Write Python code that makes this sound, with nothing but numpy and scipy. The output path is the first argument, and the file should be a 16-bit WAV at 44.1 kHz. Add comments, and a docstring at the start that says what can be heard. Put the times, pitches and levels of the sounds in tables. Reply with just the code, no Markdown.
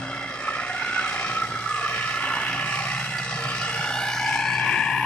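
"""A four-cylinder diesel tractor drags a rotary tiller round a bare field, some metres from a hand-held phone.
From the start: exhaust beats built from sines, a gear whine, a clatter of noise that swells at every firing, and
ringing sheet metal made of narrow noise. The clatter comes straight and again off the soil; the walking bearer
makes that echo bob. The engine sags near 1.4 s as the tiller bites, then recovers; heavy knocks come from 0.5 s and
sharp clacks from 1.6 s. From 3.4 s a bright band climbs, the tractor turns and the phone is lowered."""
import sys
import numpy as np
from scipy import signal
from scipy.fft import rfft, irfft
from scipy.io import wavfile
from scipy.ndimage import uniform_filter1d, map_coordinates

SR = 44100
rng = np.random.default_rng(int(sys.argv[2]) if len(sys.argv) > 2 else 0)


def generate_wav(signal):
    """Clip the signal to [-1, 1] and save it as 16-bit WAV at the path in sys.argv[1]."""
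    frames = np.transpose(np.atleast_2d(signal))
    scaled = np.clip(frames, -1, 1) * 32767
    pcm = np.round(scaled).astype(np.int16)
    wavfile.write(sys.argv[1], SR, pcm)


N = 222705  # length in samples

# Engine speed. Each row: time in seconds, firings per second in Hz.
FIRING_RATE = [(0.0, 62.38), (0.34, 61.65), (0.67, 61.21), (1.01, 60.41), (1.35, 57.99), (1.68, 58.53),
               (2.02, 60.9), (2.36, 62.11), (2.69, 61.46), (3.03, 63.87), (3.37, 62.94), (3.7, 61.44),
               (4.04, 61.95), (4.38, 62.44), (4.71, 62.6), (5.05, 63.39)]
FIRING_START = .57  # firings already counted at 0 s
KNOCK_AT = .62  # share of a firing period from the exhaust beat to the knock
# How hard each cylinder knocks, one number per cylinder, in the units of the throb (0 is average).
CYLINDER_KNOCK = [0, -.5, .4, .8]

# The turn of the machine. Each row: time in seconds, how far it has turned (0-1).
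TURN = [(0, 0.01), (3.6, 0.01), (4.0, 0.07), (4.3, 0.64), (4.7, .95), (5.05, 0.98)]
# The lowering of the phone. Each row: time in seconds, how far it has been lowered (0-1).
LOWERED = [(0, 0.08), (3.5, 0.04), (3.75, .2), (3.9, 0.27), (4.05, 0.57), (4.25, 0.53), (4.55, 0.95),
           (5.05, 1)]
LEAD_MS, LEAD_TURNED_MS = 0.039, -0.0036  # how much earlier the left port hears, before and after the turn
SOIL_MS, SOIL_LOWERED_MS = 1.586, 1.251  # soil echo delay before and after the phone is lowered
BOB_MS, BOB_PERIOD_S, BOB_LOW_S = 0.07, 0.752, 0.13  # the walking bearer lifts and lowers the phone
SOIL_PHASE, SOIL_PHASE_TURNED = 0.23, 0.98  # phase lead that loose soil gives the echo, rad
UNLIKE_ECHO_DELAY = 1.001  # soil echo delay of the noise that differs between the two ports, as a multiple of the shared noise's
HIGH_ECHO_TURNED = 0.34  # factor on the soil echo once the machine has turned: on the noise that differs between the ports, and on all echo above 3 kHz

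# Exhaust. Each row: time in seconds, stack boom in dB, steady hum in dB.
EXHAUST_LEVELS = [(0.0, -35, -37.5), (0.15, -45, -43), (0.45, -51.5, -51.5), (1.03, -53, -53.5),
                  (1.2, -45, -64), (1.32, -42, -57), (1.41, -49, -55), (1.5, -40, -60), (1.8, -46, -68),
                  (2.1, -41, -62), (2.25, -47, -46.5), (2.42, -46.5, -55), (2.56, -37.5, -42),
                  (2.72, -39.5, -59.5), (2.92, -35.5, -59), (3.01, -34.5, -62), (3.07, -37, -58),
                  (3.25, -37.5, -58), (3.31, -38, -57), (3.36, -32, -55), (3.41, -40, -56),
                  (3.46, -32, -50), (3.52, -38, -48), (3.62, -34, -58), (3.71, -41, -60), (3.79, -33, -64),
                  (3.86, -42, -54), (3.95, -39.5, -48.5), (4.1, -41.5, -59.5), (4.17, -39, -54),
                  (4.3, -39.5, -48.5), (4.4, -41, -50), (4.6, -33, -57), (4.75, -40.5, -54),
                  (5.05, -38, -45)]
# Tones in the boom. 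Each row: multiple of the four-firing cycle, level against the other tones in dB.
BOOM_TONES = [(3, -28), (5, -20), (6, -31), (7, -13), (8, 4), (9, -3), (10, -5), (11, -7), (12, -8.5),
              (13, -13.5), (14, -21)]
HUM_HZ = 271
BEAT_DB, BEAT_RISE_DB_PER_S = -58, .5  # firing beat at the start, and its gain as the machine nears
EXHAUST_PAN_DB, EXHAUST_SWAY_DB = 0.74, 0.4  # left minus right, and how it sways in the hand

# Gear whine. Each row: time in seconds, pitch in Hz, level in dB, share of haze in its power (0-1).
WHINE = [(0, 1682, -46.5, 0.6), (.9, 1710, -42, 0.7), (1.25, 1670, -42.5, 0.3), (1.5, 1666, -46.5, 1),
         (1.7, 1714, -37.5, 0), (1.95, 1715, -35, 0.3), (2.2, 1725, -35, 0.25), (2.7, 1713, -35, 0.1),
         (2.95, 1741, -47, 0.2), (3.15, 1724, -38.5, 0.5), (3.45, 1732, -39.5, .2), (3.55, 1747, -41, 0.7),
         (3.75, 1723, -35.5, 0.8), (3.95, 1715, -33.5, 0.06), (4.3, 1700, -32, 0.5), (4.6, 1696, -29.5, .4),
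         (4.8, 1711, -29, 0.46), (5.05, 1695, -34, 0.2)]
WHINE_PULSE_DB = 2.6  # swell once a crankshaft turn
WHINE_DIP_DB, WHINE_DIP_AT = 1.6, 1.2  # dip once a cycle, centred on this firing

# Frequency bands of the parts. Each row: from Hz, to Hz, throb in dB (twice its spread), flicker in dB,
# share unlike at the two ports, extra lead of the left port round the phone's body in ms,
# strength of the soil echo left, strength of the soil echo right.
BANDS = [(74.6, 533, 3, -0.5, 0.025, 0.0073, 0.5, 0.5), (701, 1010, 1.5, 1.5, 0.071, 0.0069, 1, 0.48),
         (1096, 1580, 2, 1.8, 0.11, 0.027, 0.85, 0.87), (1730, 2780, 2.5, 0.45, 0.21, 0.053, 1, 0.38),
         (2640, 3310, 2.5, 1.74, 0.44, 0.078, 0.9, 0.19), (3400, 5520, 2.8, 1.1, 0.69, 0.0044, 0.85, 0.15),
         (6500, 8600, 3.5, 1.74, 1, 0.0033, 0.5, 0.13), (10400, 48000, 2.5, 2.5, 0.4, -0.025, .05, .05)]
# Tone colour of the clatter; only its shape matters. 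Each row: frequency in Hz, relative level in dB.
COLOUR = [(35, -47), (60, -17), (87, -8), (124, -7), (227, -3), (379, 1.5), (837, -13), (1010, -4),
          (1330, -12.5), (1570, -5.5), (1720, 1), (3550, -4), (4590, -4.5), (9030, 13), (15800, -14)]
# Narrow resonances of the castings. Each row: frequency in Hz, width in Hz, lift in dB.
CASTING = [(459, 22, -4), (584, 53, 9.5), (2265, 360, 12), (3210, 16, 8.5), (3990, 220, 4)]
# Left minus right, one row each below 1.6 kHz, to 2.5 kHz, to 3.4 kHz, to 6.5 kHz and above.
# Each row: dB at the start, drift in dB per second, change once turned in dB.
PAN = [(-2, -0.34, 6.5), (-7.5, 0.04, 15.5), (3.5, -1.2, -1), (2, 0.7, 2), (-8.5, 1, -8)]
# Block, bonnet, guards, gearbox, tiller hood, valve tick, air hiss. Each row: level at the start in dB,
# gain while nearing in dB per second, change once turned in dB, share of the common level it follows (0-1).
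PART_LEVELS = [(-46.5, 0.5, -2, 0), (-45.5, 1.82, -3.5, 0.05), (-40, 0.76, -1, 0.93), (-40.5, 0.76, 5, 1),
               (-44.5, 1.28, -1.5, 1), (-46.5, 1.61, -5, 0.44), (-59, 2.5, -4.5, 0.23)]
# Common levels. Each row: time in seconds, clatter in dB, extra for gearbox in dB, extra for treble in dB.
COMMON_LEVELS = [(0, -1.5, -10, -1), (.15, 0, -4, -2.5), (.34, -1, 1, -2), (.42, -4.5, 3, 3),
                 (.48, -1.5, 2, 2), (.65, -0.5, 4.5, 1), (.82, -2, 4, 2.5), (1.0, -0.5, 0, 2),
                 (1.12, -0.5, 3.5, 4.5), (1.27, 1.5, 0, 2.5), (1.42, -1.5, 3.5, 1.5), (1.55, -2, 0, 0.5),
                 (1.8, 0, 0, 1), (2.0, 0.5, 3, 3), (2.2, 1.5, 1, -1), (2.4, 2, -2, -2), (2.58, 1, 0, -0.5),
                 (2.75, -1.5, 6, 3), (3.1, -0.5, 0, 1), (3.25, -0.5, -2.5, 0.5), (3.45, 1, -7, 0),
                 (3.8, 2, -3, 0.5), (3.93, 2, -9, -0.5), (4.05, 0, -3.5, 0.5), (4.18, 0, -2, 0.5),
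                 (4.3, 1.5, -1.5, 4.5), (4.5, 1, 2.5, -1.5), (4.75, -3, 3.5, 0), (5.05, -1.5, 0.5, -8)]
# Low clatter of the block. Each row: time in seconds, extra level in dB.
BLOCK_EXTRA = [(0, 0), (.9, 0), (1.15, -2), (1.35, 3.5), (1.6, 1.5), (1.8, -5), (2.3, 1), (2.9, -4),
               (3.4, -1.5), (4.3, -2), (4.7, 1.5), (5.05, -1)]
# Hiss above 10 kHz. Each row: time in seconds, level in dB.
TOP_HISS = [(0, -75.5), (.8, -68.5), (1.5, -63), (2.95, -57), (3.2, -59), (3.3, -68.5), (3.65, -58),
            (3.9, -54.5), (4.2, -53.5), (4.45, -60), (5.05, -55)]
LURCH_DB = 1.5  # the lower parts shake over clods

# Rings of the panels. Each row: pitch in Hz, pitch once turned in Hz, level against the part in dB,
# that level once turned in dB.
RINGS = [(802, 890, -10, 6.5), (1330, 2900, -3.5, -9), (2042, 2800, -9, -9.5), (2744, 1500, -9.5, -18)]
# Width of each ring, one number per ring, in Hz.
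RING_WIDTH_HZ = [75, 105, 124, 150]
# Moments when a ring swells up and glides. Each row: ring number, middle in seconds, length in seconds,
# from Hz, to Hz, width in Hz, level against the part in dB.
SWELLS = [(0, 0.24, 1.04, 598.4, 568, 88.8, 1), (0, 0.728, 0.34, 739, 734, 61, 5),
          (0, 1.17, 0.61, 773, 753, 62.8, 3), (0, 1.87, 0.54, 449, 463, 50, -4.5),
          (0, 2.75, 0.75, 795, 801, 75, -1), (0, 3.65, 1.297, 474.6, 455, 21.76, -6.5),
          (0, 3.98, 0.63, 831, 817, 78.95, 3), (0, 4.4, 0.55, 813, 911, 106, 8),
          (0, 4.3, .35, 900, 880, 121, 10), (0, 5.0, 0.407, 866, 1000, 222, 11.5),
          (1, 0.51, 0.41, 1260, 1300, 120, 6), (1, 0.88, 0.63, 1413, 1500, 113, 8.5),
          (1, 1.01, 0.46, 1410, 1230, 143, 6.5), (1, 1.44, 0.55, 1314, 1309, 75, 9.5),
          (1, 1.77, 0.408, 1222, 1160, 119, 10), (1, 1.77, 0.66, 1314, 1312, 70, 3),
          (1, 2.1, 0.6, 1261, 1397, 109.5, 4), (1, 2.3, 0.524, 1120, 1080, 103, -1),
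          (1, 2.75, 0.597, 1180, 1107, 89.5, 3), (1, 3.1, 0.38, 1456, 1426, 94, -2),
          (1, 4.0, 0.6, 1453, 1496, 150, -1), (1, 0.152, 0.3, 1302, 1346, 91, -1),
          (2, 0.14, 0.48, 2090, 2080, 70, 2), (2, 0.54, 0.6, 1766, 1896, 106, 0),
          (2, 0.95, 0.69, 2103, 2125, 68, 1.5), (2, 2.06, 0.28, 1910, 1933, 92, -1.5),
          (2, 3.2, 0.84, 2020, 1950, 122, 2.5), (2, 6.1, 1.1, 2262, 2400, 348, -3),
          (2, 4.9, 0.6, 1796, 1863, 150, -1), (3, 2.6, 2, 3006, 2588, 397, 3),
          (3, 3.87, 0.98, 2814, 2945, 140, 2), (3, 3.93, .45, 3310, 3890, 250.4, -6.5),
          (3, 3.98, 0.25, 4270, 4530, 300, -9.5), (3, 3.5, 0.55, 4400, 5068, 250, -4.5),
          (3, 4.5, .35, 4100, 4700, 300, -4), (1, 3.55, 0.396, 1320, 1385, 99, -0.5),
          (2, 4.2, 0.47, 1625, 1670, 40, 2.5), (2, 4.0, 0.31, 1536, 1550, 80, -6),
          (2, 3.0, .4, 1790, 1770, 50, -5), (0, 4.6, 0.82, 474, 619, 201, -13.5),
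          (0, 2.35, 0.497, 885, 950, 150, 0.5), (1, 0.958, 0.12, 1487, 1483, 50.4, 11.5),
          (3, .15, .6, 3166, 3280, 150, -3), (3, .03, .14, 2620, 2600, 99, -2)]
JOLT_SCATTER_DB = 1.6  # no two firings jolt a panel alike
# Whistles before the turn. Each row: pitch in Hz, level in dB, gone by this time in seconds, width in Hz.
WHISTLES = [(3205, -51.5, 1.22, 117), (5040, -53, 0.96, 82)]
WHISTLE_FADE_S = 0.25
# Moving hollows, narrow gaps in the sound that glide in pitch. Each row: middle in seconds, length in seconds,
# # from Hz, to Hz, width in Hz, depth (0-1).
HOLLOWS = [(.17, .5, 2430, 2460, 260, .7), (.25, 0.43, 2900, 2760, 200, 0.5),
           (0.045, 0.17, 960, 903, 194.5, 0.23), (1.55, .35, 2550, 2620, 300, 0.8),
           (1.951, 0.7, 910, 850, 179, 0.36), (2.853, 0.65, 3570, 3600, 250, 0.66),
           (3.25, 0.43, 2300, 2201, 200, 0.5), (3.845, 0.54, 3700, 4300, 301, 0.63),
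           (4.005, 0.24, 4640, 5900, 500, 0.76), (4.048, 0.41, 2540, 2840, 170, .9),
           (4.099, 0.24, 3050, 3300, 200, .8), (4.4, 0.56, 3730, 3700, 350, 0.75),
           (4.701, 0.75, 1250, 1440, 260, 0.4)]

# Heavier knocks in the block. Each row: time in seconds, peak in dB before the echo, left minus right in dB,
# pitch as a multiple of the modes below.
THUMPS = [(0.478, -17, -3, .97), (0.815, -20, -9, 1.09), (0.827, -25, 0, 1.09), (0.846, -28, -3.5, 1.09),
          (0.863, -27, -6, 1.09), (0.96, -22, -12, 1.11), (0.978, -26, -6, 1.05), (1.042, -23.5, -7, 1.01),
          (1.062, -19.5, -3, .97), (1.559, -27, -10, 1.01), (1.656, -22.5, -11, 1.01),
          (1.776, -23, -5, .88), (1.807, -24, -3, .89), (1.993, -29, -3.5, 1.02), (2.724, -29.5, -3, .92),
          (4.166, -26, 5, 1.01), (4.488, -33, 3.5, 1.01)]
# Modes of the knocks. Each row: frequency in Hz, level in dB, decay time by 60 dB in seconds.
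THUMP_MODES = [(822, -13, 0.027), (1319, 4, 0.021), (1700, -12.5, 0.015), (2277, -14, 0.025)]
THUMP_SOIL = 0.29  # strength of the knocks' soil echo
# Sharper clacks above the clatter. Each row: time in seconds, peak in dB, left minus right in dB.
CLACKS = [(1.5896, -35, 12), (1.944, -44, 2), (3.182, -22.5, 1), (3.6162, -25, 2), (3.9705, -48, 8),
          (4.1337, -42, 18), (4.1954, -28, 11), (4.2612, -27.5, 5)]
# Modes of the clacks. Each row: frequency in Hz, level in dB, decay time by 60 dB in seconds.
CLACK_MODES = [(3080, 5, 0.014), (4100, 3, 0.0084), (4700, 17, 0.0081), (5900, 5, 0.004),
               (6940, -20, 0.005)]
# The climbing bright band. Each row: time in seconds, centre in Hz, level in dB.
SWISH = [(3.4, 3367, -64), (3.7, 3770, -55), (3.95, 4200, -38), (4.15, 5030, -38.5), (4.3, 5900, -48),
         (4.5, 6420, -83)]

BASS_CUT_HZ, TOP_HZ = 25, 15700  # limits of the phone


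def undb(db):
    """Turn decibels into a plain factor."""
    return 10 ** (np.asarray(db) / 20)


def unit(x):
    """Scale to rms 1."""
    return x / np.sqrt(np.mean(x ** 2))


def curves(table):
    """Columns of a table that starts with time, drawn out to every sample."""
    s, *columns = np.transpose(table)
    return [np.interp(np.arange(N) / SR, s, c) for c in columns]


def walk(rate):
    """A slow random wander: levels held 1 / rate seconds, smoothed twice, spread 1."""
    hold = int(SR / rate)
    steps = np.repeat(rng.standard_normal(N // hold + 1), hold)
    smooth = uniform_filter1d(uniform_filter1d(steps, hold), hold)
    return unit(smooth[:N])


def turning(before, after):
    """A quantity that moves from one value to another as the machine turns."""
    return before + (after - before) * curves(TURN)[0]


def drifting(start_db, db_per_s, turned_db):
    """A level that creeps as the machine nears and shifts as it turns."""
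    return start_db + db_per_s * np.arange(N) / SR + turning(0, turned_db)


def late(x, ms):
    """Sound x heard later, by a delay that may move."""
    return map_coordinates(x, [np.arange(N) - ms * SR / 1000], order=3, mode="nearest")


def ports(x, lead_ms, pan_db):
    """One source at the two microphone ports: a small time lead and level difference place it."""
    both = np.array([late(x, -lead_ms / 2), late(x, lead_ms / 2)])
    return both * undb(np.array([[1], [-1]]) * pan_db / 2)


def soil_delay():
    """Echo delay in ms: bobbing with each stride, shorter and steadier once the phone is held lower."""
    t, low = np.arange(N) / SR, np.clip(curves(LOWERED)[0], 0, 1)
    bob = BOB_MS * np.cos(2 * np.pi * (t - BOB_LOW_S) / BOB_PERIOD_S)
    return SOIL_MS + (SOIL_LOWERED_MS - SOIL_MS) * low - bob * (1 - low) ** 2


def off_soil(x, ms):
    """The soil echo of both channels: late and turned in phase."""
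    lead = turning(SOIL_PHASE, SOIL_PHASE_TURNED)
    quadrature = irfft(1j * rfft(x), N)  # every tone a quarter cycle ahead
    turned = x * np.cos(lead) + quadrature * np.sin(lead)
    return np.array([late(channel, ms) for channel in turned])


def ring(hz, width_hz):
    """Noise in a narrow resonance whose centre moves: slow noise shifted up to the pitch."""
    low_pass = signal.butter(4, width_hz / 2, fs=SR, output="sos")
    slow = signal.sosfilt(low_pass, rng.standard_normal((2, N)))
    phase = 2 * np.pi * np.cumsum(hz) / SR
    return unit(slow[0] * np.cos(phase) + slow[1] * np.sin(phase))


def knock_number(firings):
    """Count of the knocks so far, at every sample."""
    return np.floor(firings - KNOCK_AT + 1).astype(int)


def throb(firings):
    """Each knock pushes the level up and it dies away; mean 0 and spread 1."""
    push = np.exp(-((firings - KNOCK_AT) % 1) / .5)
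    return unit(uniform_filter1d(push, size=160) - push.mean())


def uneven(firings):
    """A new random strength at every knock, spread about 1."""
    strengths = rng.standard_normal(N // 500)
    return uniform_filter1d(strengths[knock_number(firings)], size=160)


def part_levels():
    """Level of each sounding part in dB, from its own drift and the common levels."""
    clatter_db, gearbox_db, treble_db = curves(COMMON_LEVELS)
    levels = [drifting(*row) + share * clatter_db for *row, share in PART_LEVELS]
    levels[0] = levels[0] + curves(BLOCK_EXTRA)[0]
    levels[3] = levels[3] + gearbox_db
    return levels[:5] + [db + treble_db for db in levels[5:]]


def exhaust(firings):
    """Beats at multiples of the engine cycle, each wavering because no two firings are alike."""
    boom_db, hum_db = curves(EXHAUST_LEVELS)
    beat_db = drifting(BEAT_DB, BEAT_RISE_DB_PER_S, 0)
    cycle = 2 * np.pi * firings / len(CYLINDER_KNOCK)
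    boom = 0
    for k, db in BOOM_TONES:
        # multiple 8, twice the firing rate, is steadier than the rest
        waver_db, waver_rad = (1.2, .3) if k == 8 else (3.5, 1.4)
        level = undb(db + waver_db * walk(16))
        phase = k * cycle + 2 * np.pi * rng.random() + waver_rad * walk(10)
        boom = boom + level * np.sin(phase)
    beat = undb(.6 * walk(10)) * np.sin(2 * np.pi * firings)
    hum = np.sin(2 * np.pi * HUM_HZ * np.arange(N) / SR + 1.32 * walk(20))
    return undb(beat_db) * unit(beat) + undb(boom_db) * unit(boom) + undb(hum_db) * unit(hum)


def whine(firings):
    """Gear teeth: a tone shaken once an engine cycle, which gives close side tones, in a thin haze."""
    hz, level_db, haze = curves(WHINE)
    cycle = 2 * np.pi * firings / len(CYLINDER_KNOCK)
    tone = np.sin(2 * np.pi * np.cumsum(hz) / SR + np.sin(cycle) + .5 * walk(10))
    dip = np.cos(cycle - 2 * np.pi * WHINE_DIP_AT / len(CYLINDER_KNOCK))
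    pulse = undb(WHINE_PULSE_DB * np.cos(2 * cycle) - WHINE_DIP_DB * dip)
    haze = np.clip(haze, 0, 1)
    mix = np.sqrt(1 - haze) * unit(tone) + np.sqrt(haze) * ring(hz, 79)
    return undb(level_db) * unit(pulse * mix)


def band(x, lo_hz, hi_hz):
    """Colour noise like the machine, with its casting resonances, between two soft edges."""
    hz = np.maximum(np.arange(N // 2 + 1) * SR / N, 1)
    colour_hz, colour_db = np.array(COLOUR).T
    db = np.interp(np.log(hz), np.log(colour_hz), colour_db)
    db = db + sum(lift / (1 + (2 * (hz - f) / width) ** 2) for f, width, lift in CASTING)
    edges = 1 / np.sqrt((1 + (lo_hz / hz) ** 24) * (1 + (hz / hi_hz) ** 24))
    return irfft(rfft(x) * undb(db) * edges, N)


def knocks(firings):
    """Each cylinder shakes the block with its own short noise burst, the same every cycle."""
    at = np.flatnonzero(np.diff(np.floor(firings - KNOCK_AT)))
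    t, out = np.arange(SR // 30) / SR, 0
    for k in range(len(CYLINDER_KNOCK)):
        blows = np.zeros(N)
        blows[at[k::len(CYLINDER_KNOCK)]] = 1
        burst = rng.standard_normal(len(t)) * np.exp(-t / .01)
        out = out + signal.fftconvolve(blows, burst)[:N]
    return unit(out)


def clatter(firings, lead_ms, pans):
    """Dense mechanical noise from each part, swelling at every firing, doubled by the soil."""
    beat, number = throb(firings), knock_number(firings)
    cylinder = np.array(CYLINDER_KNOCK)[number % len(CYLINDER_KNOCK)]
    noise = rng.standard_normal((3, N))
    shared = ports(unit(noise[0] + 0.5 * knocks(firings)), lead_ms, 0)
    own = noise[1:]  # noise that differs between the two ports
    soil_ms = soil_delay()
    shared_echo = off_soil(shared, soil_ms)
    own_echo = off_soil(own, soil_ms * UNLIKE_ECHO_DELAY) * turning(0.74, HIGH_ECHO_TURNED)
    levels = part_levels() + [curves(TOP_HISS)[0]]
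    lurch_db = LURCH_DB * walk(9)
    out = 0
    for row, level_db, pan_db in zip(BANDS, levels, pans):
        lo, hi, throb_db, flicker_db, unlike, extra_ms, *soil = row
        unlike = np.clip(unlike, 0, 1)
        soil = np.array(soil)[:, None] * (turning(1, HIGH_ECHO_TURNED) if lo > 3000 else 1)
        # a wide machine reaches the two ports by different paths, more so in the treble
        alike_part = np.sqrt(1 - unlike) * (shared + soil * shared_echo)
        unlike_part = np.sqrt(unlike) * (own + soil * own_echo)
        heard = unit(band(alike_part + unlike_part, lo, hi))
        heard = np.array([heard[0], late(heard[1], extra_ms)])
        strengths = cylinder + .55 * rng.standard_normal(N // 500)[number]
        scatter = uniform_filter1d(strengths, size=200)
        swell_db = level_db + throb_db * (beat + scatter) / 2 + flicker_db * walk(14)
        swell_db = swell_db + lurch_db * (lo < 3000)
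        out = out + heard * undb(swell_db) * undb(np.array([pan_db, -pan_db]) / 2)
    return out


def panels(firings, lead_ms, pans):
    """Sheet metal rings at its own pitches, jolted by the firings; now and then a ring swells."""
    t, parts = np.arange(N) / SR, []
    for (hz, turned_hz, db, turned_db), width_hz in zip(RINGS, RING_WIDTH_HZ):
        level = undb(turning(db, turned_db) + 0.88 * walk(3.78))
        parts.append(level * ring(turning(hz, turned_hz), width_hz))
    for k, s, length, from_hz, to_hz, width_hz, db in SWELLS:
        k, along = round(k), np.clip((t - s) / length + .5, 0, 1)
        glide = ring(from_hz + (to_hz - from_hz) * along, width_hz)
        parts[k] = parts[k] + undb(db) * np.sin(np.pi * along) * glide
    jolt_db = 1.26 * throb(firings)
    out = 0
    for x, part_db, pan_db in zip(parts, part_levels()[1:], pans):
        level_db = part_db + jolt_db + JOLT_SCATTER_DB * uneven(firings)
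        out = out + ports(undb(level_db) * x, lead_ms, pan_db)
    return out


def whistles():
    """Narrow bands of noise that ring like whistles, each fading out early on."""
    t, out = np.arange(N) / SR, 0
    for hz, db, end, width_hz in WHISTLES:
        fade = np.clip((end - t) / WHISTLE_FADE_S, 0, 1)
        out = out + fade * undb(db + walk(2.7)) * ring(np.full(N, hz), width_hz)
    return out


def hollowed(x):
    """Take a gliding narrow band out of the sound for a moment."""
    t = np.arange(N) / SR
    for s, length, from_hz, to_hz, width_hz, depth in HOLLOWS:
        along = np.clip((t - s) / length + .5, 0, 1)
        # shift the band down to 0 Hz, pick it out, shift it back and subtract it
        spin = np.exp(2j * np.pi * np.cumsum(from_hz + (to_hz - from_hz) * along) / SR)
        low_pass = signal.butter(2, width_hz / 2, fs=SR, output="sos")
        slow = signal.sosfiltfilt(low_pass, x / spin)
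        amount = np.clip(depth, 0, 1) * np.sqrt(np.sin(np.pi * along).clip(0))
        x = x - 2 * amount * (slow * spin).real
    return x


def struck(blows, modes):
    """A scraping blow shakes a few stiff modes for some milliseconds."""
    out, t = np.zeros((2, N + SR)), np.arange(SR // 20) / SR
    for s, db, pan_db, *pitch in blows:
        ringing = 0
        for hz, mode_db, t60 in modes:
            # each mode swells before it fades, so no click reaches the top octave
            envelope = t / t60 * np.exp(-np.log(1000) * t / t60)
            ringing = ringing + undb(mode_db) * np.sin(2 * np.pi * hz * np.prod(pitch) * t) * envelope
        scrape = rng.standard_normal(len(t)) * t * np.exp(-t / .002)
        hit = signal.fftconvolve(scrape, ringing)[:len(t)]
        i = int(s * SR)
        level = undb(db + np.array([[pan_db], [-pan_db]]) / 2)
        out[:, i:i + len(t)] += hit / np.abs(hit).max() * level
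    return out[:, :N]


def thumps():
    """The heavier knocks shake low modes of the block, heard straight and again off the soil."""
    blows = struck(THUMPS, THUMP_MODES)
    return blows + THUMP_SOIL * off_soil(blows, soil_delay())


def clacks():
    """Sharper blows shake high, short-lived modes."""
    return struck(CLACKS, CLACK_MODES)


def swish(firings):
    """A broad band of noise climbs in pitch, throbbing with the engine."""
    hz, level_db = curves(SWISH)
    return undb(level_db + 1.9 * throb(firings)) * ring(hz, 2500)


def scene():
    """Run the engine, place each source at the two ports and add them up."""
    firings = FIRING_START + np.cumsum(curves(FIRING_RATE)[0]) / SR
    lead_ms = turning(LEAD_MS, LEAD_TURNED_MS)
    mid, upper, *high = (drifting(*row) for row in PAN)
    exhaust_pan = EXHAUST_PAN_DB + EXHAUST_SWAY_DB * walk(1.39)
    tones = ports(exhaust(firings), lead_ms, exhaust_pan) + ports(whine(firings), lead_ms, upper)
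    noise = clatter(firings, lead_ms, [0 * mid, mid, mid, upper, *high, 0.5 * high[-1]])
    rings = panels(firings, lead_ms, [mid, mid, upper, high[0]])
    rings = rings + ports(whistles(), lead_ms, high[0])
    noise = noise + ports(swish(firings), lead_ms, high[1])
    return tones + hollowed(rings + noise) + thumps() + clacks()


def record(dry):
    """The phone thins the deepest bass and cuts the top."""
    bass_cut = signal.butter(2, BASS_CUT_HZ, "high", fs=SR, output="sos")
    top_cut = signal.ellip(10, .2, 80, TOP_HZ, fs=SR, output="sos")
    return signal.sosfilt(top_cut, signal.sosfilt(bass_cut, dry))


dry = scene()
out = record(dry)
generate_wav(out)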